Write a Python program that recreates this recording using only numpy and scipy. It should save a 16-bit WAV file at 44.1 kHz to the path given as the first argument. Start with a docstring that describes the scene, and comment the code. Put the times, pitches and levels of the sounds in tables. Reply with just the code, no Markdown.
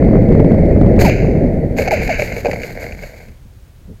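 """Wind roars on the microphone of a camera riding a small model plane as it glides in to land.
The rushing air overloads the microphone, then fades as the plane slows. The plane clips the grass
once, touches down, bumps and slides to rest. Grass swishes along its belly, knocks on its hollow body
and flicks its propeller into short falling whirrs. The camera hisses faintly underneath."""
import sys
import numpy as np
from scipy.fft import rfft, irfft, next_fast_len
from scipy.io import wavfile
from scipy.ndimage import map_coordinates

SR = 44100
rng = np.random.default_rng(int(sys.argv[2]) if len(sys.argv) > 2 else 0)


def dump(signal):
    """Clip the signal to [-1, 1] and save it as 16-bit WAV at the path in sys.argv[1]."""
    limited = np.clip(np.atleast_2d(signal).T, -1, 1)
    pcm = np.round(limited * 32767).astype(np.int16)
    wavfile.write(sys.argv[1], SR, pcm)


N = 176400

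# sharp kicks of air on the microphone: time_s, level_db
AIR_KICKS = [(0.049, 1.5), (.223, 0), (.29, 2), (.326, 3), (.351, 6.5), (.403, 5.5), (.447, 3), (0.521, 4),
             (0.546, 0), (0.66, -0.5), (.815, 7), (0.865, 3.5), (0.966, 2.5)]
KICK_WIDTH_S = .0011
# how loudly the belly slides over the ground: time_s, level_db
SLIDE_LEVELS = [(1.74, -80), (1.78, -28), (2.2, -29), (2.3, -29.5), (2.42, -35), (2.55, -31), (2.76, -35.5),
                (2.85, -31), (2.97, -39), (3.04, -34), (3.09, -43.5), (3.2, -41.5), (3.33, -53.5),
                (3.45, -79), (3.6, -92)]
# the dry sound of grass hitting the plane: pitch_hz, level_db
RASP_SPECTRUM = [(300, -19), (700, -10.5), (1180, -24), (1580, -2.5), (1920, -5), (2260, 5), (2750, -6.5),
                 (3400, -32), (4000, -18), (4700, -14), (5700, -31), (6300, -17), (7100, -20),
                 (8300, -47.5), (12400, -34), (16000, -45.5)]


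def airflow():
    """Swirling wind with sudden pressure kicks, over the rumble of the rocking plane."""
    # air rushing over the microphone: time_s, level_db
    wind_levels = [(0, -8.5), (.27, -9.5), (.33, -8), (.55, -8.5), (.78, -10), (.99, -8), (1.09, -10),
                   (1.18, -15.5), (1.22, -10.5), (1.44, -11), (1.52, -14.5), (1.76, -17.5), (1.88, -24),
                   (2.0, -20), (2.3, -31.5), (2.52, -27), (3.0, -43.5), (3.4, -58)]
    # its roar: pitch_hz, level_db
    wind_spectrum = [(20, -2.5), (110, 0), (230, 0), (350, -5.5), (520, -5.5), (640, -10), (800, -23),
                     (1120, -46.5), (1750, -36.5), (2130, -30), (2500, -45), (3300, -68), (4450, -53),
                     (5500, -68), (6600, -63.5), (8500, -79.5), (16000, -88.5)]
    # the plane rocking: time_s, level_db
    rocking_levels = [(0, -20.5), (1.0, -14), (1.35, -20.5), (1.6, -27), (2.15, -24), (2.4, -29),
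                      (2.7, -34), (3.03, -31), (3.12, -43), (3.45, -37), (3.72, -41.5), (3.9, -32),
                      (4.0, -42)]
    # its low rumble: pitch_hz, level_db
    rocking_spectrum = [(8, -23.5), (28, 5.5), (65, 1.5), (125, -3), (200, -17.5), (450, -29), (900, -38),
                        (2000, -73)]
    wind = noise(wind_spectrum) * level(wind_levels) * amp(0.9 * wobble(41))
    for time_s, level_db in AIR_KICKS:
        t = clock() - time_s
        dip = 1 - 0.55 * bell_curve(t, width_s=0.0013)  # the roar dips under each kick
        width_s = KICK_WIDTH_S * np.exp(rng.normal(0, 0.05))
        kick = (1 - (t / width_s) ** 2) * bell_curve(t, width_s)
        wind = wind * dip + rng.choice([-1, 1]) * amp(level_db) * kick
    return wind + noise(rocking_spectrum) * level(rocking_levels) * amp(.7 * wobble(16))


def overload_ticks():
    """Each kick of air makes the overloaded microphone tick."""
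    # a bright tick: pitch_hz, level_db
    tick_spectrum = [(500, -22), (2000, 9.5), (3500, 5), (7000, -7.5), (16000, -16.5)]
    clicks = np.zeros(N)
    for time_s, level_db in AIR_KICKS:
        add(clicks, time_s - KICK_WIDTH_S, amp([level_db - 24]))
    return colour(clicks, tick_spectrum)


def grass():
    """Blades swish along the belly; stiff stalks crackle, ever fewer as the plane slows."""
    # blades brushing the belly: time_s, level_db
    swish_levels = [(.975, -64), (.995, -27.5), (1.017, -19), (1.035, -27.5), (1.06, -22.5), (1.095, -32.5),
                    (1.125, -56), (1.3, -76.5), (1.75, -62.5), (1.78, -28), (1.82, -30.5), (1.86, -40),
                    (1.90, -52), (1.92, -24.5), (1.985, -49), (2.04, -32), (2.16, -49), (2.2, -33),
                    (2.25, -34), (2.33, -41.5), (2.385, -31.5), (2.43, -43), (2.52, -38), (2.59, -44),
                    (2.65, -35.5), (2.78, -47), (2.825, -37), (2.9, -46), (2.97, -46), (3.04, -39.5),
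                    (3.11, -49.5), (3.2, -47), (3.35, -61.5), (3.45, -76)]
    # their swish: pitch_hz, level_db
    swish_spectrum = [(200, -24.5), (600, 9.5), (1150, -7.5), (1600, 3.5), (2250, 7), (3350, -13.5),
                      (4500, 1), (5650, -13), (6700, -2), (8400, -16.5), (10700, -17), (12400, -5.5),
                      (14000, -15), (16000, -22.5)]
    # the crackle of stalks: pitch_hz, level_db
    stalk_spectrum = [(100, -33), (300, -17.5), (480, 5), (680, 1.5), (900, -12), (1200, -30), (1560, -8),
                      (1900, -10.5), (2230, 2), (2650, -24), (3350, -49.5), (4450, -21), (5600, -37.5),
                      (6700, -31), (8500, -51.5), (16000, -55.5)]
    touchdown_s = 1.76
    swish = unit(colour(grains(per_s=3200, spread_db=2), swish_spectrum))
    swish = swish * level(swish_levels) * amp(1.4 * wobble(120))
    snaps_per_s = 480 * np.exp(-np.maximum(clock() - touchdown_s, 0))
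    boost = np.sqrt(snaps_per_s.mean() / snaps_per_s)  # keeps the level even as snaps thin out
    snaps = grains(per_s=snaps_per_s, spread_db=3.5) * boost
    crackle = unit(colour(snaps + amp(-5) * rng.standard_normal(N), stalk_spectrum))
    return swish + crackle * level(SLIDE_LEVELS) * amp(1.2 * wobble(50))


def propeller():
    """Grass grabs the propeller with a rough burst; a whirr sinks as it slows and a dry rasp lingers."""
    # flicks of the propeller: start_s, pitch_hz, fall_per_s, hold_s, whirr_db, rasp_db
    flicks = [(1.044, 1056, 11, 0.065, -18, -20.5), (1.789, 660, 6.1, 0.035, -18, -35.5),
              (1.873, 800, 9, 0.0065, -12, -42), (1.913, 842.4, 6.4, 0.0067, -11.5, -21),
              (1.925, 667, 5.2, 0.018, -10, -41.5), (2.09, 800, 9.5, 0.026, -15, -21),
              (2.189, 628, 1.9, 0.013, -15.5, -36)]
    # the rough burst: pitch_hz, level_db
    grab_spectrum = [(200, -22.5), (480, -3), (780, 1.5), (900, -19.5), (1030, -28.5), (3000, -60.5)]
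    attack_s, release_s, grab_s, rasp_fade_db_per_s = .004, 0.0077, 0.0076, 75
    whirr, rasp, grab = np.zeros((3, N))
    for start_s, pitch_hz, fall_per_s, hold_s, whirr_db, rasp_db in flicks:
        t = np.maximum(clock() - start_s, 0)
        falling_hz = pitch_hz * np.exp(-fall_per_s * t) * (1 + 0.018 * wobble(400))
        wave = np.sin(2 * np.pi * np.cumsum(falling_hz) / SR)
        attack = 1 - np.exp(-t / attack_s)
        release = np.exp(-np.maximum(t - hold_s, 0) / release_s)
        whirr += amp(whirr_db + 0.5 * wobble(240)) * attack * release * np.sqrt(2) * wave
        grab += amp(whirr_db + 1.5) * attack * np.exp(-t / grab_s)
        pulsing_grit = (1 + 0.17 * wave) * grains(per_s=2500, spread_db=-1)
        rasp += amp(rasp_db - rasp_fade_db_per_s * t) * attack * pulsing_grit
    return whirr + grab * noise(grab_spectrum) + colour(rasp, RASP_SPECTRUM)


def knocks():
    """Tufts strike the body: it rings with a hollow thud, topped by a bright snap and a short scuff."""
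    # blows on the body: start_s, thud_db, snap_db
    blows = [(.9917, -17, -20), (1.018, -10, -18), (1.096, -31, -17), (1.722, -47, -44), (1.7665, -30, -26),
             (1.7849, -11.5, -15), (1.796, -11, -20.5), (1.8204, -14, -19), (1.8598, -23, -24.5),
             (1.876, -17.5, -15.5), (1.882, -27, -15.5), (1.909, -14, -16), (1.9715, -22, -26),
             (2.017, -19, -24.5), (2.0763, -41, -17.5), (2.196, -21, -16.5), (2.2204, -12, -14.5),
             (2.3242, -40, -22.5), (2.3651, -20, -24), (2.4484, -12, -22.5), (2.4565, -9, -20),
             (2.4675, -14, -20.5), (2.483, -14.5, -32), (2.496, -14.5, -33.5), (2.5133, -39, -18.5),
             (2.532, -18, -22.5), (2.571, -23.5, -43), (2.5966, -40, -31.5), (2.6175, -48, -26.5),
             (2.633, -26, -21), (2.825, -31, -37), (2.841, -30, -29), (2.9228, -52, -29),
             (3.035, -28.5, -30), (3.285, -48, -43)]
    # the body's own notes: pitch_hz, level_db, ring_s (time to fade by 60 dB)
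    body_notes = [(257, -14.5, 0.057), (427, -13, 0.069), (480, -0.5, 0.069), (575, 6, 0.035),
                  (712, 0, 0.03), (800, -17, 0.041)]
    thud_gain, snap_gain = np.sqrt(0.0054 * SR), np.sqrt(0.0033 * SR)
    attack_s, scuff_s = 0.0024, .004
    thuds, snaps = np.zeros((2, N))
    t = np.arange(SR // 10) / SR
    for start_s, thud_db, snap_db in blows:
        tilt_db_per_octave = 0.26 * (thud_db + 20)  # heavy blows favour the low notes
        ring = np.zeros(len(t))
        for pitch_hz, level_db, ring_s in body_notes:
            note_db = level_db - tilt_db_per_octave * np.log2(pitch_hz) + rng.normal(0, 5.1)
            note_hz = pitch_hz * (1 + rng.normal(0, 0.026))
            ring += amp(note_db - 60 * t / ring_s) * np.sin(2 * np.pi * note_hz * t)
        ring *= 1 - np.exp(-t / attack_s)
        add(thuds, start_s, amp(thud_db) * thud_gain * ring / np.linalg.norm(ring))
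        click = amp(-11) * (t == 0)
        scuff = rng.standard_normal(len(t)) * np.exp(-t / scuff_s)
        scuff *= amp(-1) / np.linalg.norm(scuff)
        add(snaps, start_s, amp(snap_db) * snap_gain * (click + scuff))
    return thuds + colour(snaps, RASP_SPECTRUM)


def ground_rumble():
    """The belly rumbles over uneven turf while it slides."""
    # the deep rumble: pitch_hz, level_db
    turf_spectrum = [(20, -19), (70, 0.5), (125, -0.5), (220, -4.5), (320, -13), (700, -40), (2000, -76.5)]
    return amp(-1.5) * noise(turf_spectrum) * level(SLIDE_LEVELS)


def settling():
    """Dull bumps as the plane stops and tips into the grass."""
    # soft bumps: time_s, level_db, half_width_s
    bumps = [(3.3, -37.5, 0.018), (3.461, -40, 0.0056), (3.907, -32, .02)]
    # their dull sound: pitch_hz, level_db
    bump_spectrum = [(20, -17), (60, -6), (105, -3), (150, -6.5), (200, -2.5), (300, -16.5), (430, -15.5),
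                     (700, -34), (2000, -83)]
    swells = sum(amp(db) * bell_curve(clock() - time_s, width_s) for time_s, db, width_s in bumps)
    return noise(bump_spectrum) * swells


def camera_hiss():
    """The camera's electronics add a steady hiss and a faint whine."""
    # the hiss: pitch_hz, level_db
    hiss_spectrum = [(20, 4.5), (500, 9.5), (1000, 6.5), (2000, 3.5), (4000, 0), (6500, -3), (9000, -4.5),
                     (16000, -4.5)]
    whine_hz = 6500
    return amp(-56) * noise(hiss_spectrum) + amp(-75) * np.sin(2 * np.pi * whine_hz * clock())


def amp(db):
    """Decibels to gain."""
    return 10 ** (np.asarray(db) / 20)


def unit(x):
    """Scale to an average power of 1."""
    return x / np.sqrt(np.mean(x ** 2) + 1e-20)


def clock():
    """The time of every sample, in seconds."""
    return np.arange(N) / SR


def bell_curve(t, width_s):
    """A smooth hump that peaks at t = 0."""
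    return np.exp(-.5 * (t / width_s) ** 2)


def level(rows):
    """Gain per sample from rows of time_s, level_db."""
    return amp(np.interp(clock(), *np.transpose(rows)))


def wobble(per_s):
    """A smooth curve through per_s random values a second."""
    return map_coordinates(rng.standard_normal(8192), [np.arange(N) * per_s / SR], mode="wrap")


def colour(x, spectrum):
    """Filter a sound to the shape given by rows of pitch_hz, level_db."""
    size = 2 * next_fast_len(N // 2 + 8192)
    hz, db = np.transpose(spectrum)
    gain = amp(np.interp(np.log(np.fft.rfftfreq(size, 1 / SR) + 1), np.log(hz + 1), db))
    # fold the filter so that it rings only after a click, never before
    cepstrum = irfft(np.log(unit(gain) + 1e-9), size)
    cepstrum[1:size // 2] *= 2
    cepstrum[size // 2 + 1:] = 0
    return irfft(rfft(x, size) * np.exp(rfft(cepstrum)), size)[:N]


def noise(spectrum):
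    """Steady noise with the given spectrum."""
    return unit(colour(rng.standard_normal(N), spectrum))


def grains(per_s, spread_db):
    """Random tiny snaps of uneven size."""
    happens = rng.random(N) < per_s / SR
    size = amp(spread_db * np.clip(rng.standard_normal(N), -2, 2))
    return unit(happens * rng.choice([-1, 1], N) * size)


def add(track, start_s, sound):
    """Mix a sound into a track."""
    part = track[round(start_s * SR):][:len(sound)]
    part += sound[:len(part)]


def scene():
    """Everything reaches one microphone on the plane."""
    air = airflow() + overload_ticks()
    landing = grass() + ground_rumble() + propeller() + knocks() + settling()
    return (air + landing + camera_hiss())[None]


def record(dry):
    """The camera flattens the strongest gusts and cuts off the highest treble."""
    top_hz = 16000
    clipped = dry / (1 + np.abs(dry) ** 10) ** (1 / 10)
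    size = next_fast_len(N + SR // 2)
    kept = np.fft.rfftfreq(size, 1 / SR) < top_hz
    return irfft(rfft(clipped, size) * kept, size)[..., :N]


dry = scene()
out = record(dry)
dump(out)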